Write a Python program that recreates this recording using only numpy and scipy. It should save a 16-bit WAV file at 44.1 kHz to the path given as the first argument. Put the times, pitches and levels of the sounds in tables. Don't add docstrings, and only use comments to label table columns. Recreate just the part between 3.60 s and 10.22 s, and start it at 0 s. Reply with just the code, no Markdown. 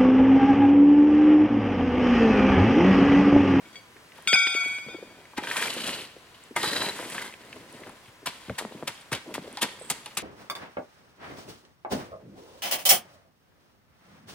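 import sys
import numpy as np
from scipy import signal
from scipy.fft import rfft, irfft
from scipy.io import wavfile
from scipy.ndimage import uniform_filter1d

SR = 44100
rng = np.random.default_rng(int(sys.argv[2]) if len(sys.argv) > 2 else 0)


def level_to_linear(level):
    exponent = np.asarray(level, float) / 20
    return 10 ** exponent


def put_to_file(sound):
    columns = np.atleast_2d(sound).T
    safe = np.clip(columns, -1, 1)
    whole_steps = np.round(safe * 32767)
    wavfile.write(sys.argv[1], SR, whole_steps.astype(np.int16))


N = 292118


def curve(table, at, log=False):
    x, *columns = np.transpose(table)
    warp = np.log if log else np.asarray
    return np.array([np.interp(warp(at), warp(x), column) for column in columns])


def colour(x, table, lag_s=0.):
    hz = np.fft.rfftfreq(2048, 1 / SR) + 1
    cepstrum = irfft(np.log(level_to_linear(curve(table, hz, True)[0])))
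    cepstrum[1:1024] *= 2
    cepstrum[1025:] = 0
    response = irfft(np.exp(rfft(cepstrum) - 2j * np.pi * hz * lag_s))
    return signal.fftconvolve(x, response)[:N]


def unit(x):
    return x / np.sqrt(np.mean(x ** 2))


def band(x, lo_hz, hi_hz):
    return signal.sosfilt(signal.butter(2, [lo_hz, hi_hz], "band", fs=SR, output="sos"), x)


def grains(rate, spread_db, dust):
    chance, luck = rng.random((2, N))
    size = level_to_linear(-spread_db * np.log(1 - .97 * luck)) * (chance < rate / SR)
    return (unit(size) + dust) * rng.standard_normal(N)


def flicker(rate, depth_db):
    hold = int(SR / rate)
    steps = np.repeat(rng.standard_normal(N // hold + 1), hold)
    return level_to_linear(depth_db * uniform_filter1d(steps, hold // 2)[:N])


def knocks(table, t60, width, grit):
    out = np.zeros(N + 4096)
    t = np.arange(4096) / SR
    for s, db, hz in table:
        push = rng.standard_normal(len(t)) * level_to_linear(-60 * t / t60) * grit
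        push[0] += 4.
        lump = signal.iirpeak(hz, 1 / width, SR)
        knock = signal.lfilter(*lump, signal.lfilter(*lump, push))
        start = int(s * SR)
        out[start:start + len(t)] += level_to_linear(db) * knock / np.abs(knock).max()
    return out[:N]


def yard_air():
    # (f/Hz, level/dB per Hz)
    hush = [(12, -44), (20, -11.5), (117, 0.5), (794, -3), (913, -4), (994, 1), (1140, -3.5), (1840, -4.5),
            (5360, -20), (9410, -32), (14300, -41.5), (16500, -36)]
    breeze = flicker(6, 1.1)
    return [unit(colour(rng.standard_normal(N), hush)) * level_to_linear(-55.5) * breeze for _ in range(2)]


def shuffles(t):
    # (t/s, length/s, rattle level/dB, level of packed gravel giving way/dB)
    steps = [(0, 0.17, -50, -52.5), (0.528, 0.25, -48.5, -54), (0.84, 0.325, -44, -63),
             (1.222, 0.38, -52.5, -46), (1.584, 0.25, -55, -56), (2.477, 0.41, -52.5, -62),
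             (3.768, 0.27, -46.5, -46), (4.072, 0.24, -45.5, -44.5), (4.344, 0.15, -50.5, -58.5),
             (4.648, 0.31, -44.5, -58), (4.987, 0.24, -46.5, -44), (5.29, 0.13, -45.5, -66),
             (5.65, 0.075, -46, -36.5), (5.804, 0.076, -46, -38.5), (5.864, 0.41, -45.5, -49),
             (6.27, 0.25, -50.5, -54.5)]
    step_s, settle_t60_s, sole_grit_db = 0.031, 0.31, -5
    s, length, rattle_db, packed_db = np.transpose(steps)[:, :, None]
    settling = level_to_linear(-60 * np.maximum(t - s - length, 0) / settle_t60_s)
    shape = np.clip((t - s) / step_s, 0, 1) * settling
    power = level_to_linear(2 * np.hstack([packed_db, rattle_db, rattle_db + sole_grit_db]))
    return np.sqrt(power.T @ shape ** 2)


def rod():
    # (f soft plane/Hz, f stiff plane/Hz)
    bend_hz = [(700, 772), (1363, 1490), (2241, 2433), (3313, 3610), (4600, 4978), (6075, 6535),
               (7725, 8308), (9505, 10270), (11475, 12355), (13565, 14600)]
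    # (level/dB, level/dB, t60/s, t60/s)
    bend_ring = [(-24, -22, 1.6, 1.3), (-10, -10.5, 1.1, 1.4), (0.8, -2.9, 1.3, 1.4), (-3.5, -2, 1.45, .85),
                 (-9.5, -8.5, 1.5, 1.3), (-16.5, -13.5, 1.2, 1.0), (-20.5, -14.5, 1.3, 1.1),
                 (-27, -24, 1.0, .95), (-35.5, -30, .9, .8), (-38, -39, .7, .6)]
    # (f/Hz, level/dB, t60/s)
    axial_modes = [(3410, -23, .9), (6840, -28, .7), (5520, -34, .3), (11090, -40, .5), (7510, -32, 1.3)]
    # (t/s, blow level/dB, place along rod 0-1, share between planes 0-1, ring kept 0-1)
    bounces = [(.055, -48, .21, 0.45, .9), (.128, -43, .11, .1, .9), (0.156, -34.5, .13, .05, 1),
               (.674, -17, .469, .48, 1), (.7309, -10.5, .43, .76, .351), (.756, -16.3, .219, .405, .2),
               (.871, -25.2, 0, .496, .01), (.943, -22.9, .092, .271, .932),
               (.9539, -21.1, .249, .166, .474), (1.047, -25.8, .074, .405, .547),
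               (1.185, -37.1, .089, .652, .426), (1.285, -36, .053, .502, .142), (1.372, -52, .1, .1, .45)]
    # (turns/s), 0 while held in the hand
    spins = [0, 0, 0, 3.36, 20, 22, 22, 14, 11, 10.5, 8, 5.5, 3.5]
    cracks = [-54, -51, -37, -10.5, -14, -21, -15.5, -21, -27, -26, -29, -47, -50]
    hardness = [0, 0, 0, 3, -3, 0, 0, 0, 0, 0, 0, 0, 0]
    hand_t60_s, hand_angle, drop_angle = .14, 2.49, 2.0
    tumble_hz, tumble_depth = 3.1, .6

    levels, t60s = np.split(np.array(bend_ring), 2, axis=1)
    bending = np.ravel(bend_hz), levels.ravel(), t60s.ravel()
    hz, db, t60 = np.hstack([bending, np.transpose(axial_modes)])
    k = np.arange(len(hz))
    axial, plane = k >= np.size(bend_hz), k % 2
    waves = np.where(axial, 6, 3 + k // 2)
    one_sided = np.interp(hz, [3350, 3600, 3900], [1, -.5, 0])[:, None]
    lobes = (tumble_depth * np.clip((hz - 3200) / 2000, 0, 1))[:, None]

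    out, ring, angle = np.zeros(N), np.zeros(len(hz), complex), drop_angle
    starts = [int(b[0] * SR) for b in bounces] + [int(1.9 * SR)]
    for (s, blow_db, place, share, kept), spin, crack_db, hard_db, a, b in zip(
            bounces, spins, cracks, hardness, starts, starts[1:]):
        turn = share * np.pi / 2
        shape = np.cos(np.pi * waves * place) * np.where(plane, np.sin(turn), np.cos(turn))
        tilt_db = hard_db * np.log2(np.maximum(hz / 4000, 1))
        push = level_to_linear(blow_db + db + tilt_db) * np.where(axial, .7, shape)
        struck = kept ** (3.75 / waves) * ring + push
        pole = 2j * np.pi * hz - np.log(1000) / (t60 if spin else hand_t60_s)
        since = np.arange(b - a + 1) / SR
        contact = np.exp(-since / .0006)
        modes = (struck[:, None] + np.outer(ring - struck, contact)) * np.exp(np.outer(pole, since))
        heading = (angle if spin else hand_angle) + 2 * np.pi * spin * since
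        facing = np.exp(1j * (heading - plane[:, None] * np.pi / 2))
        facing = facing.real + 1j * min(spin / 36., 1) * one_sided * facing.imag
        facing[axial] = 1
        tumble = np.cos(2 * np.pi * tumble_hz * np.outer(waves, since + s) + k[:, None] ** 2)
        sweep = 1 + (spin > 0) * lobes * tumble
        out[a:b] = (modes * facing * sweep).imag.sum(axis=0)[:-1]
        ring, angle = modes[:, -1], angle + 2 * np.pi * spin * since[-1]
        crack = rng.standard_normal(400) * np.exp(-np.arange(400) / 140.0)
        out[a:a + 400] += level_to_linear(crack_db) * band(band(crack, 1500, 3700), 530, 12000)
    return out


def rod_in_stereo(bar):
    # (f/Hz, level/dB)
    tilt = [(1400, 6.1), (2300, 2.6), (4000, 3), (6200, 1.5), (8000, 9.6), (14000, 4.7)]
    left = colour(bar, [(f, 0.85 * d / 2) for f, d in tilt])
    right = colour(bar, [(f, -1.5 * d / 2) for f, d in tilt], 6e-5)
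    return np.array([left, right])


def slab_answers():
    # (t/s, peak level/dB, f/Hz)
    thumps = [
        (0.36, -48.5, 410),
        (0.7515, -28, 950),
        (0.587, -41.5, 650),
        (0.667, -40, 200),
        (0.7275, -25.5, 433),
        (0.869, -35, 270),
        (0.949, -29, 436),
        (1.058, -37, 375),
        (1.111, -48, 157),
        (1.184, -44, 382),
    ]
    return knocks(thumps, 0.034, 0.87, 1.0)


def struck_stones():
    # (t/s, peak level/dB, f/Hz)
    pebbles = [(0.3666, -40.5, 1740), (0.52, -39, 2440), (1.8377, -27, 1200), (1.8718, -20, 1850),
               (1.9127, -17, 1860), (1.9708, -36, 1600), (2.0258, -17, 2200), (1.8, -40, 910),
               (2.0594, -29, 1620), (3.5808, -21.5, 1900), (3.7254, -37, 1970), (3.739, -32, 2600),
               (4.459, -42, 2500), (3.9285, -29, 2500), (4.295, -39, 960), (4.2353, -34, 2000),
               (4.2697, -34, 1040), (2.254, -32, 1800), (3.549, -35, 947), (3.663, -33, 2020),
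               (1.654, -41.5, 2100), (1.735, -42, 850), (4.8968, -24.5, 1880), (0.7302, -9.5, 2800),
               (6.4596, -29, 4200), (5.531, -20, 2200), (5.3777, -37, 3500), (5.972, -19, 4360)]
    return knocks(pebbles, 0.025, 0.61, 0.53)


def grit_ticks():
    # (t/s, peak level/dB, f/Hz)
    hand_grit = [(.5586, -48, 9070), (.5765, -43, 8930), (.5824, -46, 10500), (.6235, -40, 9050),
                 (.6354, -44, 7670), (.6594, -50, 8340)]
    # (t/s, peak level/dB, f/Hz)
    first_grit = [(1.9028, -33, 7660), (1.9248, -32, 7380), (1.9462, -33, 9480), (1.9602, -28, 9410),
                  (1.9986, -31, 8990), (2.0255, -22, 7810), (2.1043, -31, 8610), (2.1692, -40, 7780),
                  (2.1916, -38, 8760), (2.2116, -36, 8940), (2.246, -33, 8980), (2.267, -30, 9100),
                  (2.3174, -32, 7770), (2.3498, -36, 8590), (2.4146, -41, 8870)]
    # (t/s, peak level/dB, f/Hz)
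    second_grit = [(3.0304, -21, 8100), (3.0533, -31, 8350), (3.2479, -33, 8610), (3.2798, -34, 8740),
                   (3.3855, -34, 8770), (3.4255, -41, 7920), (3.4409, -39, 8330), (3.4728, -34, 8190),
                   (3.5003, -30, 8440)]
    return level_to_linear(-1) * knocks([*first_grit, *second_grit, *hand_grit], .006, .7, 0.86)


def heels():
    # (t/s, peak level/dB, f/Hz)
    landings = [(0.728, -31, 196), (1.768, -50, 80), (3.999, -47, 152), (4.27, -44, 173),
                (4.479, -50.5, 91), (4.659, -49, 102), (4.884, -41, 128), (4.899, -31.5, 153),
                (5.048, -39, 185), (5.229, -36, 192), (5.278, -39, 181), (5.528, -37, 107),
                (5.783, -35, 182), (6.024, -49, 136), (6.311, -38, 164), (6.579, -49, 185)]
    return knocks(landings, 0.11, 1.0, 0.7)


def sole_thuds():
    # (t/s, peak level/dB, f/Hz)
    thuds = [(1.264, -39, 195), (1.285, -37, 390), (1.344, -32.5, 365), (1.384, -42, 427),
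             (1.425, -32.5, 402), (2.166, -32, 397), (2.564, -41, 407), (2.909, -38, 315), (5.53, -37, 430),
             (3.284, -28, 422), (3.968, -39.5, 324), (4.216, -38.5, 386), (4.265, -39, 346),
             (4.629, -42, 346), (4.882, -39, 340), (4.896, -26.5, 513), (4.909, -53, 465), (5.03, -40, 300),
             (5.053, -37, 193), (5.111, -40, 345), (5.148, -38, 206), (5.205, -45, 298), (5.677, -39, 248),
             (5.687, -40, 330), (5.707, -38, 390), (5.843, -40, 398), (5.874, -39, 364), (6.212, -35, 460)]
    return knocks(thuds, .05, 0.65, 0.96)


def head():
    # (f/Hz, level/dB, t60/s)
    steel = [(851, -5.5, 0.18), (956, -3, 0.13), (1240, -6, 0.082), (1314, -5, 0.063), (1579, -6, 0.079),
             (1860, -1, 0.067), (2070, -5.5, 0.073), (2810, -14, .04), (3270, -16, 0.046)]
    # (t/s, level/dB, brightness/dB per octave)
    clanks = [
        (1.777, -29, 0.5),
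        (2.962, -20.5, 3.5),
        (3.031, -26.5, -3),
        (4.984, -35, 2),
        (5.276, -33.5, -3.5),
        (5.52, -32, -1),
        (5.973, -41.5, -11),
        (6.024, -29, -4),
        (6.303, -33, -5),
        (6.46, -46, -7),
    ]
    jolt_s, buried_from_s, buried_ring = 0.008, 4.4, .55
    out, t = np.zeros(N + SR // 4), np.arange(SR // 4) / SR
    for s, db, bright_db in clanks:
        jolt = rng.standard_normal(len(t)) * np.exp(-t / jolt_s) * np.minimum(t / 0.0018, 1)
        keep = buried_ring if s > buried_from_s else 1
        ring = 0
        for hz, mode_db, t60 in steel:
            level = level_to_linear(mode_db + bright_db * np.log2(hz / 1400) - 60 * t / (t60 * keep))
            ring = ring + level * np.sin(2 * np.pi * hz * t)
        clank = signal.fftconvolve(ring, jolt / np.linalg.norm(jolt))[:len(t)]
        out[int(s * SR):][:len(t)] += level_to_linear(db) * clank
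    return band(out[:N], 500, 7000)


def blows(t):
    # (t of full bite/s, peak level/dB, low level/dB, high level/dB, time the tines take to bite/s)
    bites = [(1.779, -24.5, -7, -9, 0.018), (1.836, -28, -18, -25, 0.013), (1.875, -30, -16, -31, 0.0018),
             (1.916, -29, -20, -8, .002), (1.968, -24, -14, 4.5, 0.009), (2.027, -26, -26, -16, 0.0094),
             (2.277, -27, -11, 1, 0.0091), (2.06, -33, -11, -10, .006), (2.956, -33, 0, -12, 0.0027),
             (2.964, -21.5, -8.5, 5, 0.004), (6.586, -33, -12, -2, .003), (6.295, -41, -15, 3, 0.0073),
             (6.04, -41, -25, 6, .002), (3.55, -46, -2, -4, .006), (4.671, -23, -10, -4, .006),
             (3.031, -30, -9, 7, 0.0041), (4.661, -20, -21, 2, 0.0049), (4.986, -20, -26, 2, 0.01),
             (5.277, -21.5, -12.5, 1.5, 0.009), (5.519, -27, 3, 0, 0.0078), (5.529, -16.5, -10, -7, 0.0055),
             (5.55, -27.5, -14, -1, 0.0042), (5.741, -27, -23, 4, 0.0029), (5.752, -31.5, -12, -2, 0.011),
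             (5.972, -30, -46, -30, 0.00089), (6.02, -19.5, -8, 3, 0.012), (6.03, -20, -17, 1, 0.013),
             (6.038, -39, 5, -21, 0.0045), (6.301, -18, -10, 11.5, 0.0028), (6.46, -32, -39, -6, 0.0022),
             (6.572, -16.5, -16.5, 3.5, 0.0035)]
    hold_s, crunch_t60_s, debris_db, debris_t60_s = 0.0013, 0.077, -20.5, 0.26
    gain = np.zeros((3, N))
    for s, db, low_db, high_db, bite in bites:
        a = int((s - bite) * SR)
        since = t[:min(SR // 2, N - a)]
        after = np.maximum(since - bite, 0)
        crunch = level_to_linear(-60 * np.maximum(after - hold_s, 0) / crunch_t60_s)
        crunch += level_to_linear(debris_db - 60 * after / debris_t60_s)
        crunch *= np.minimum(since / bite, 1) ** 2
        late = np.interp(since - .005, since, crunch)
        crunch += 0.089 * (after > 0) * level_to_linear(-60 * after / 0.0045)
        dust = crunch ** 1.44
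        level = level_to_linear(db + np.array([[low_db], [0], [high_db]]))
        gain[:, a:a + len(since)] += level * np.array([late, crunch, dust])
    return gain


def pulls(t):
    # (t/s, drag level/dB, extra weight on the head/dB)
    drags = [
        [(1.8, -51, 21), (1.87, -35, 2.5), (1.96, -26, -4.5), (2.04, -24.5, -1.5), (2.17, -31, -0.5),
         (2.29, -28, 5), (2.44, -36, 5), (2.48, -47, 5)],
        [(2.96, -35, -3), (3.0, -28, 3.5), (3.05, -25, -0.5), (3.14, -24, 3), (3.295, -27, 6.5),
         (3.315, -32.5, 4), (3.43, -33.5, 5.5), (3.55, -31, 2.5), (3.67, -36.5, 4.5)],
    ]
    grit_db, rumble_db, lift_db_per_s = -2, -9.5, 131
    gains = []
    for table in drags:
        drag_db, weight_db = curve(table, t)
        drag_db = drag_db - lift_db_per_s * np.maximum(t - table[-1][0], 0)
        bands_db = np.array([drag_db + rumble_db + weight_db, drag_db, drag_db + grit_db])
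        gains.append(level_to_linear(bands_db) * (t >= table[0][0]))
    return gains


def effort(t):
    moving = pulls(t) + [shuffles(t)]
    together = np.sqrt(np.sum(np.square(moving), axis=0)) + 1e-9
    return together * flicker(70, 1.3) + blows(t)


def gravel(gain):
    # (f/Hz, level/dB per Hz)
    rattle = [(35, -60), (60, -16.5), (297, -0.5), (659, -3.5), (961, -21), (1430, -10.5), (1570, -12.5),
              (3670, -10.5), (4030, -11.5), (5470, -13), (8750, -20), (10900, -35.5), (14800, -43)]
    bands_hz = np.minimum(60 * 2 ** np.arange(0, 8.5, .75), 14800)
    shape = curve(rattle, bands_hz, True)[0] + 10 * np.log10(bands_hz)
    reach = np.interp(np.log(bands_hz), np.log([400, 1000, 4200, 7000]), [0, 1, 1, 2])
    catch = grains(600, 3.9, 1.0)
    out = 0
    for hz, db, r in zip(bands_hz, shape, reach):
        k = min(int(r), 1)
        ticks = (grains(hz / 2, 3, 1.) + catch) * flicker(80, 2.2)
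        blend = gain[k] ** (1 - r + k) * gain[k + 1] ** (r - k)
        out = out + level_to_linear(db) * blend * unit(band(ticks, hz / 1.54, hz * 1.326))
    return level_to_linear(-35.5) * band(out, 75, 19000)


def tines(t, stones):
    # (f/Hz, width/Hz, level over the gravel/dB)
    stages = [
        [(958, 110, 1), (1570, 90, 1), (1890, 80, 2), (2370, 90, 1), (3210, 130, -1)],
        [(3000, 500, 0), (4100, 700, -1)],
        [(958, 110, 1), (1890, 80, 2)],
        [(947, 80, 3), (1580, 90, 3), (1870, 80, 1), (3140, 70, -1), (3990, 130, 11), (4760, 120, 2)],
        [(1000, 90, -1), (1990, 300, -4), (3140, 120, -6)],
        [(960, 120, 3), (1600, 150, 3), (2050, 200, 4), (3140, 120, 1)],
        [(1000, 90, -1), (1990, 300, -4)],
        [(950, 130, -3), (2120, 250, -9), (3300, 250, -4)],
        [(2500, 300, -4), (3600, 300, -4)],
    ]
    stage_starts = (2.09, 2.9, 3.015, 3.305, 3.545, 3.7, 4.4, 6.42)
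    depth, ring = np.searchsorted(stage_starts, t), 0
    for k, modes in enumerate(stages):
        struck = (depth == k) * stones
        for f, width, db in modes:
            touch = struck * flicker(35, 2.5)
            ring = ring + level_to_linear(db) * signal.lfilter(*signal.iirpeak(f, f / width, SR), touch)
    return ring


def rake(t, gain):
    stones = gravel(gain)
    return stones + tines(t, stones)


def flying_chips():
    # (t/s, peak level/dB, f/Hz)
    chips = [(2.838, -38, 7850), (4.127, -39, 8800), (4.2946, -40.5, 9650), (5.4111, -41, 8620),
             (5.9282, -35, 8700), (6.2587, -39, 8240), (6.4596, -31.5, 9200), (6.5513, -39, 7700)]
    return knocks(chips, 0.0073, 0.19, 0.5)


def tipping_stones():
    # (t/s, peak level/dB, f/Hz)
    snaps = [(3.398, -33, 436), (3.428, -31.5, 431), (5.012, -29.5, 503), (5.023, -29.5, 388),
             (5.0505, -24.5, 500), (5.123, -32, 425), (5.226, -26, 500), (5.232, -29.5, 401),
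             (5.7805, -23, 450)]
    return knocks(snaps, .012, 1.35, .15)


def skitter(t):
    # (t/s, length/s, level/dB, f/Hz, width/Hz)
    skating = (6.195, .095, -51, 8200, 700)
    s, length, db, hz, width = skating
    ticks = grains(900, 3, .5) * (t > s) * level_to_linear(-60 * np.maximum(t - s - length, 0) / .05)
    return level_to_linear(db) * 4 * band(ticks, hz - width / 2, hz + width / 2)


def ground(x):
    return x + 0.32 * np.roll(x, 4)


def walls(x, t60, db):
    t = np.arange(SR // 2) / SR
    tails = rng.standard_normal((2, len(t))) * level_to_linear(-60 * t / t60) * (t > .012)
    return level_to_linear(db) * np.array([signal.fftconvolve(x, tail / np.linalg.norm(tail))[:N] for tail in tails])


def microphones(shared, unshared):
    # (f/Hz, level/dB)
    tilt = [(100, 1.2), (700, 0), (1500, 1.5), (5000, 0), (14000, 4.5)]
    # (f/Hz, level/dB)
    apart = [(30, -18), (130, -22.5), (400, -22.5), (1500, -18), (5000, -7.5), (14000, 4.5)]
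    side = colour(unshared, apart)
    left = colour(shared + side, [(f, d / 2) for f, d in tilt])
    right = colour(shared - side, [(f, -d / 2) for f, d in tilt], 5e-5)
    return np.array([left, right])


def scene():
    t = np.arange(N) / SR
    air = yard_air()
    gain = effort(t)
    bar = level_to_linear(3) * rod()
    hits = slab_answers() + struck_stones() + grit_ticks() + heels() + sole_thuds()
    hits += head() + flying_chips() + tipping_stones() + skitter(t)
    near = ground(rake(t, gain) + hits)
    near_side = ground(rake(t, gain) + 0.88 * np.roll(hits, 9))
    direct = microphones(near + air[0], near_side + 4.8 * air[1]) + rod_in_stereo(bar)
    return direct + walls(band(near + bar, 940, 12200), 0.53, -12.0)


def low_pass(x):
    return signal.sosfilt(signal.butter(12, 16990, fs=SR, output="sos"), x)


def record(dry):
    cut = signal.sosfilt(signal.ellip(8, .2, 70, 16000, fs=SR, output="sos"), dry)
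    return low_pass(cut)


dry = scene()
out = record(dry)
put_to_file(out)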